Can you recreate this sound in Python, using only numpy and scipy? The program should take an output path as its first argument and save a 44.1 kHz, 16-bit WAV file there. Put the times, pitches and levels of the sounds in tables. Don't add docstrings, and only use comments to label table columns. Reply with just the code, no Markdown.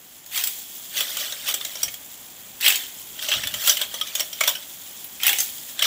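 import sys
import numpy as np
from scipy import signal
from scipy.fft import rfft, irfft
from scipy.io import wavfile
from scipy.ndimage import uniform_filter1d

SR = 44100
rng = np.random.default_rng(int(sys.argv[2]) if len(sys.argv) > 2 else 0)


def bounce(signal):
    frames = np.transpose(np.atleast_2d(signal))
    limited = np.clip(frames, -1, 1)
    pcm = np.round(limited * 32767).astype(np.int16)
    wavfile.write(sys.argv[1], SR, pcm)


N = 258602

# frequency in Hz, relative dB.
SHELL_SPECTRUM = [(100, -7), (400, -31), (1000, -20), (1700, -2.5), (2400, -4.5), (3200, 2.5), (3800, 0.5),
                  (4500, -5.5), (5500, -9), (9000, -48)]
RIM_SPECTRUM = [(3000, -29), (4300, 2), (5100, 3.5), (5800, 2.5), (6600, 2.5), (7650, 6.5), (8000, 5.5),
                (8400, 5.5), (9500, -2.5), (12000, -58)]
SNAP_SPECTRUM = [(5000, -20.5), (8000, -45), (9200, -10), (10500, -5), (12000, -6.5), (13700, -1.5),
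                 (15300, 2.5), (16000, -4)]
# first contact in seconds, level in dB, snap in relative dB,
# brief spitting in dB, lasting sizzle in dB, boil-off time constant in seconds.
HANDFULS = [(0.312, -29.5, 8.5, -34, -35, 2.9), (2.604, -22, 4, -49, -38.5, 25),
            (5.209, -24, 0, -26, -38.5, 2)]


def amp(db):
    return 10 ** (np.asarray(db) / 20)


def unit_rms(x):
    return x / np.sqrt(np.mean(x ** 2) + 1e-20)


def curve_at(points, hz):
    freqs, values = np.transpose(points)
    return np.interp(np.log(hz + 1), np.log(freqs + 1), values)


def impulse(spectrum, size=2048):
    log_gain = np.log(amp(curve_at(spectrum, abs(np.fft.fftfreq(size, 1 / SR)))))
    return np.fft.ifft(np.exp(np.conj(signal.hilbert(log_gain)))).real[:size // 2]


def coloured(x, spectrum, size=2 ** 19):
    gain = amp(curve_at(spectrum, np.fft.rfftfreq(size, 1 / SR)))
    return unit_rms(irfft(rfft(x, size) * gain)[:N])


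def swell(start_s, end_s, rise_s, fall_s):
    t = np.arange(N) / SR
    return np.exp(-np.maximum(start_s - t, 0) / rise_s - np.maximum(t - end_s, 0) / fall_s)


def together(gains):
    return np.sqrt(sum(gain ** 2 for gain in gains))


def ticks(per_s, spread_db):
    strength = amp(spread_db * np.minimum(rng.exponential(1, N), 4))
    return strength * rng.choice([-1, 1], N) * (rng.random(N) < per_s / SR)


def clinks(train, low_hz, high_hz, t60, size=768):
    onsets, t = np.flatnonzero(train)[:, None], np.arange(size) / SR
    hz = low_hz + (high_hz - low_hz) * rng.random(N)[onsets]
    grains = train[onsets] * amp(-60 * t / t60) * np.sin(2 * np.pi * hz * t)
    return unit_rms(np.bincount((onsets + np.arange(size)).ravel(), grains.ravel(), N)[:N])


def crackle(train, decay_s):
    energy = signal.lfilter([1], [1, -np.exp(-2 / (decay_s * SR))], train ** 2)
    return unit_rms(np.sqrt(energy) * rng.standard_normal(N))


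def ring(modes, size=4096):
    t = np.arange(size) / SR
    return sum(rng.choice([-1, 1]) * amp(db - 60 * t / t60) * np.cos(2 * np.pi * hz * t)
               for hz, db, t60 in modes)


def contact(blow_s, echo_db, size=4096):
    t = np.arange(size) / SR
    progress = t / blow_s
    chatter = progress * np.exp(1 - progress)
    echoes = amp(echo_db) * (1 - np.exp(-progress)) * np.exp(-t / 0.014)
    return (chatter + echoes) * rng.standard_normal(size)


def struck(blow, response, attack_samples=353):
    sound = signal.fftconvolve(blow, response)[:len(blow)]
    return sound / np.sqrt(np.mean(sound[:attack_samples] ** 2))


def room_tone(level_db=-51.5):
    # frequency in Hz, relative dB.
    air_spectrum = [(20, -23), (60, -4.5), (130, -4), (260, -0.5), (430, -6.5), (750, -3.5), (1300, -8.5),
                    (3000, -6), (8000, -67)]
    fade_in = amp(np.interp(np.arange(N) / SR, [0, 1.2], [-4, 0]))
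    return amp(level_db) * fade_in * coloured(rng.standard_normal(N), air_spectrum)


def kitchen_reverb(x, predelay_s=0.006):
    # frequency in Hz, t60 in seconds.
    decay_times = [(200, 0.77), (1000, 0.18), (3000, 0.089), (8000, 0.1), (15000, 0.21)]
    reflections = rng.choice([-1., 1.], SR // 2) * (rng.random(SR // 2) < 4000 / SR)
    hz, t, bands = signal.stft(reflections, SR, nperseg=256)
    decay = amp(-60 * t / curve_at(decay_times, hz)[:, None])
    tail = signal.istft(bands * decay, SR, nperseg=256)[1]
    tail = np.concatenate([np.zeros(round(predelay_s * SR)), tail])
    return signal.oaconvolve(x, tail / np.linalg.norm(tail))[:N]


def bowl_bumps():
    # peak time in seconds, level in dB.
    bumps = [(1.872, -49.5), (2.43, -59), (3.15, -56), (3.372, -43.5), (3.455, -44), (3.545, -44)]
    # frequency in Hz, relative dB.
    rumble_spectrum = [(15, -15), (45, -8), (110, -2), (170, -8.5), (300, -11), (600, -54)]
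    level = together(amp(db) * swell(s, s, rise_s=0.031, fall_s=0.029) for s, db in bumps)
    return level * coloured(rng.standard_normal(N), rumble_spectrum)


def frying_level(simmer_db=-43.5, flare_delay_s=0.17, wetting_s=0.11):
    gains = [amp(simmer_db)]
    for s, _, _, spit_db, lasting_db, boil_off_s in HANDFULS:
        peak_s = s + flare_delay_s
        gains.append(amp(spit_db) * swell(peak_s, peak_s, wetting_s, fall_s=0.12))
        gains.append(amp(lasting_db) * swell(peak_s, peak_s, wetting_s, boil_off_s))
    return together(gains)


def sizzle(hiss_db=-1, surge_db=1.1):
    # frequency in Hz, relative dB.
    sizzle_spectrum = [(300, -25), (1300, -17), (1900, -12), (2700, -13), (3300, -1.5), (4000, -9),
                       (5800, -8), (7400, -1.5), (8300, -8), (9800, -9), (10500, -5.5), (11800, -8.5),
                       (14000, -3), (15400, 1.5)]
    bursts = ticks(per_s=5000, spread_db=3)
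    pops = clinks(bursts, 2500, 15500, t60=0.006, size=256) + 0.7 * crackle(bursts, decay_s=0.002)
    surge = unit_rms(uniform_filter1d(uniform_filter1d(rng.standard_normal(N), 2000), 1500))
    hiss = amp(hiss_db) * rng.standard_normal(N)
    return frying_level() * amp(surge_db * surge) * coloured(pops + hiss, sizzle_spectrum)


def hollow(x, peaks):
    resonance = sum(amp(db) * signal.lfilter(*signal.iirpeak(hz, hz / width, SR), x)
                    for hz, width, db in peaks)
    return signal.sosfilt(signal.butter(2, 360, "highpass", fs=SR, output="sos"), x + resonance)


def rattle(moves, modes, per_s, spread_db, shell_t60, body_db, vessel_db, rim_db, snap_db):
    train = ticks(per_s, spread_db)
    energy = abs(uniform_filter1d(train ** 2, round(0.01 * SR)))
    train /= np.sqrt(energy + per_s / SR * 0.052)
    grit = crackle(train, decay_s=0.0082)
    shells = clinks(train, 1100, 4800, shell_t60) + 0.5 * grit
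    edges = clinks(train, 4300, 8800, shell_t60) + 0.5 * grit
    level = together(gain for gain, _ in moves)
    treble = together(gain * amp(bright_db) for gain, bright_db in moves)
    body = amp(body_db) * coloured(shells, SHELL_SPECTRUM)
    knock = amp(vessel_db) * unit_rms(signal.oaconvolve(train, ring(modes))[:N])
    rims = amp(rim_db) * np.sqrt(level * treble) * coloured(edges, RIM_SPECTRUM)
    snap = amp(snap_db) * treble * coloured(grit, SNAP_SPECTRUM)
    return level * (body + knock) + rims + snap


def clacks(hits, modes, blow_s, ring_db, cavity_db, body_db, vessel_db, rim_db, snap_db, shell_t60=0.015):
    mix = np.zeros(N)
    body, rim, snap = impulse(SHELL_SPECTRUM), impulse(RIM_SPECTRUM), impulse(SNAP_SPECTRUM)
    for s, db, hz, knock_db, thin_db, bright_db in hits:
        blow, body_blow, rim_blow, snap_blow = (contact(blow_s, echo_db) for echo_db in (-12, -7, -6, -7))
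        clack = amp(ring_db) * struck(blow, ring([(hz, 0, shell_t60)], size=1024))
        clack += amp(body_db) * struck(body_blow, body)
        cavity = ring([(rng.uniform(1253, 2490), 0, 0.03)], size=2048)
        clack += amp(cavity_db) * struck(blow, cavity)
        detuned = [(mode_hz * rng.uniform(0.93, 1.07), level, t60) for mode_hz, level, t60 in modes]
        clack += amp(vessel_db + knock_db) * struck(blow, ring(detuned))
        overtone = ring([(rng.uniform(5440, 7730), 0, shell_t60)], size=1024)
        clack += amp(rim_db + thin_db) * (struck(rim_blow, rim) + struck(rim_blow, overtone))
        clack += amp(snap_db + bright_db) * struck(snap_blow, snap)
        slot = mix[round(s * SR):][:len(clack)]
        slot += amp(db) * clack[:len(slot)]
    return mix


def clams_in_bowl():
    # start in seconds, level in dB, shell pitch in Hz, then vessel knock,
    # rim and snap trims in dB.
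    hits = [(1.005, -21, 3500, -10.5, -8, -3.5), (1.168, -30.5, 3060, -7.5, 2.5, 2.5),
            (1.321, -28, 3750, -12, -3.5, -10), (1.484, -32.5, 3380, -2, -10, 4),
            (1.54, -27, 3200, -4.5, 4, 3), (1.609, -28, 3630, -14, -10, -12),
            (1.648, -27, 3770, -15, -1.5, -3.5), (1.753, -43, 2950, 6.5, 8.5, 2),
            (1.83, -31.5, 3520, -4, 14.5, 9), (1.88, -34, 2180, -11, -2.5, -11),
            (1.939, -38, 3270, -21, 2.5, 2.5), (3.19, -31.5, 3270, -32, -5, -26.5),
            (3.286, -23.5, 2900, -7, -4.5, -8), (3.315, -20, 2770, -32, -23, -11),
            (3.338, -24.5, 2840, -35, -23, -7), (3.435, -25, 2310, -17, -8, -10),
            (3.47, -23.5, 3500, -20, -8, -4.5), (3.539, -27, 3230, -9.5, -2.5, -2.5),
            (3.673, -19.5, 3380, -28, 0, 2), (3.694, -18, 3170, -31, 5, -2.5),
            (3.769, -25, 3020, -45, -3, -3), (3.813, -24, 3620, -9.5, -0.5, -2),
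            (3.94, -32.5, 3400, -1, 0.5, -3), (4.011, -22.5, 3240, -22, -8, -12),
            (4.07, -35, 3760, -23, -2, -4), (4.151, -25, 3510, -15, 1.5, 0),
            (4.195, -28, 3120, -10, 4.5, -10), (4.203, -30, 2720, -2, 6.5, 5.5),
            (4.328, -33, 3200, -18.5, -1.5, -2), (4.407, -15, 2220, -8, -5.5, -8),
            (4.435, -18.5, 2350, -12, -10, -7), (4.475, -17, 3500, -8, -0.5, -0.5),
            (4.489, -26.5, 3370, -8, 1, 4), (4.552, -29, 2980, -32, -8, -10),
            (5.791, -23, 3370, -18, -8, -9), (5.822, -16, 2980, -17, -5.5, -8)]
    # frequency in Hz, relative dB, t60 in seconds.
    modes = [(497, -5, 0.01), (591, 2.5, 0.034), (870, -2, 0.015), (1165, -5.5, 0.028), (1300, -22, 0.23),
             (1960, -9, 0.086), (2322, -0.5, 0.049)]
    # centre in Hz, width in Hz, gain of the added band in dB.
    peaks = [(1180, 330, -4), (3200, 480, -1), (5700, 450, -1)]
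    # peak time in seconds, level in dB, rise and fall time constants
    # in seconds, snap in relative dB.
    digs = [(0.976, -24.5, 0.022, 0.065, -2.5), (1.105, -33.5, 0.027, 0.04, 1),
            (1.205, -28, 0.041, 0.078, -2.5), (1.49, -23.5, 0.025, 0.038, -2.5),
            (1.84, -36.5, 0.032, 0.043, -1.5), (3.227, -29.5, 0.0097, 0.038, -1.5),
            (3.335, -22.5, 0.057, 0.054, -11.5), (3.693, -22, 0.054, 0.038, 2.5),
            (3.826, -26, 0.039, 0.02, -10), (4.205, -31.5, 0.03, 0.025, -4), (4.485, -28, 0.065, 0.057, -7),
            (4.628, -39.5, 0.008, 0.017, -4), (4.867, -45.5, 0.008, 0.06, 4),
            (5.695, -40.5, 0.016, 0.015, 3.5), (5.85, -17.5, 0.027, 0.08, -11)]
    # start and end in seconds, level in dB, snap in relative dB.
    stirs = [(0.985, 1.82, -42, -3), (3.28, 3.796, -38.5, -6.5), (3.935, 4.205, -39.5, -7)]
    moves = [(amp(db) * swell(s, s, rise, fall), snap) for s, db, rise, fall, snap in digs]
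    moves += [(amp(db) * swell(start, end, 0.065, 0.065), snap) for start, end, db, snap in stirs]
    hard = clacks(hits, modes, blow_s=0.0025, ring_db=-4.5, cavity_db=-15,
                  body_db=-9.5, vessel_db=-4, rim_db=-5, snap_db=2)
    light = rattle(moves, modes, per_s=800, spread_db=2, shell_t60=0.026,
                   body_db=-3.5, vessel_db=-17, rim_db=-3.5, snap_db=0.5)
    return hollow(hard + light, peaks)


def pour(start_s, first_touch_db=-15.5, build_s=0.052, settle_db_per_s=113):
    age = np.arange(N) / SR - start_s
    build_db = first_touch_db * np.maximum(1 - age / build_s, 0)
    settle_db = settle_db_per_s * np.maximum(age - build_s, 0)
    return (age > 0) * amp(build_db - settle_db)


def clams_in_wok():
    # start in seconds, level in dB, shell pitch in Hz, then vessel knock,
    # rim and snap trims in dB.
    hits = [(0.261, -56.5, 4350, 1, 13.5, 16), (0.375, -31, 3270, -2.5, 4, 2),
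            (0.437, -29.5, 3300, -31, 7.5, 9), (0.471, -34.5, 3660, -24, 11, 11),
            (2.609, -32, 4500, -23, -1, 5), (2.643, -23, 3160, -40, -20, -3),
            (2.662, -15, 3220, -37, -18, -4), (2.679, -15.5, 3220, -32, -3.5, 0.5),
            (2.701, -23, 2590, -27, 1, 1.5), (2.722, -26.5, 3140, -29, -2, -7),
            (2.744, -28, 3130, -34, -21, -20), (2.756, -31, 3120, -22, 7.5, 7.5),
            (2.835, -38, 3150, -20, -3, -5), (5.043, -47.5, 3900, -7, -11, 16.5),
            (5.2, -35.5, 2230, -25, -16, -16), (5.232, -23.5, 3210, -13, -5, 2),
            (5.266, -24, 2980, -26, 2, 12), (5.279, -20, 2700, -7.5, -4, -6),
            (5.292, -19, 3380, -5.5, -5, -2), (5.329, -23.5, 2940, -2, -6, 1.5),
            (5.385, -31.5, 3080, -1, 12, 5), (5.402, -35, 4600, -5, 15.5, 16),
            (5.582, -54, 3340, -5, 0, 13)]
    # frequency in Hz, relative dB, t60 in seconds.
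    modes = [(526, -11.5, 0.13), (729, 5.5, 0.031), (970, 8.5, 0.0073), (1485, -21, 0.018),
             (1897, 13.5, 0.018), (2077, 4, 0.14)]
    # centre in Hz, width in Hz, gain of the added band in dB.
    peaks = [(2600, 700, -5), (7650, 300, -8)]
    moves = [(amp(db) * pour(s), snap) for s, db, snap, *_ in HANDFULS]
    hard = clacks(hits, modes, blow_s=0.0019, ring_db=-1, cavity_db=-16,
                  body_db=-6.5, vessel_db=-4, rim_db=-4, snap_db=2)
    light = rattle(moves, modes, per_s=1000, spread_db=3, shell_t60=0.03,
                   body_db=-0.5, vessel_db=-12, rim_db=-5.5, snap_db=-4)
    return hollow(hard + light, peaks)


def scene():
    wok, bowl = clams_in_wok(), clams_in_bowl()
    reverb = kitchen_reverb(amp(-5) * wok + amp(-8) * bowl)
    return (wok + bowl + reverb + sizzle() + room_tone() + bowl_bumps())[None]


def record(dry):
    lowpass = signal.firwin(511, cutoff=15600, window=("kaiser", 9), fs=SR)
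    return signal.oaconvolve(np.tanh(dry), lowpass[None], "same")


dry = scene()
out = record(dry)
bounce(out)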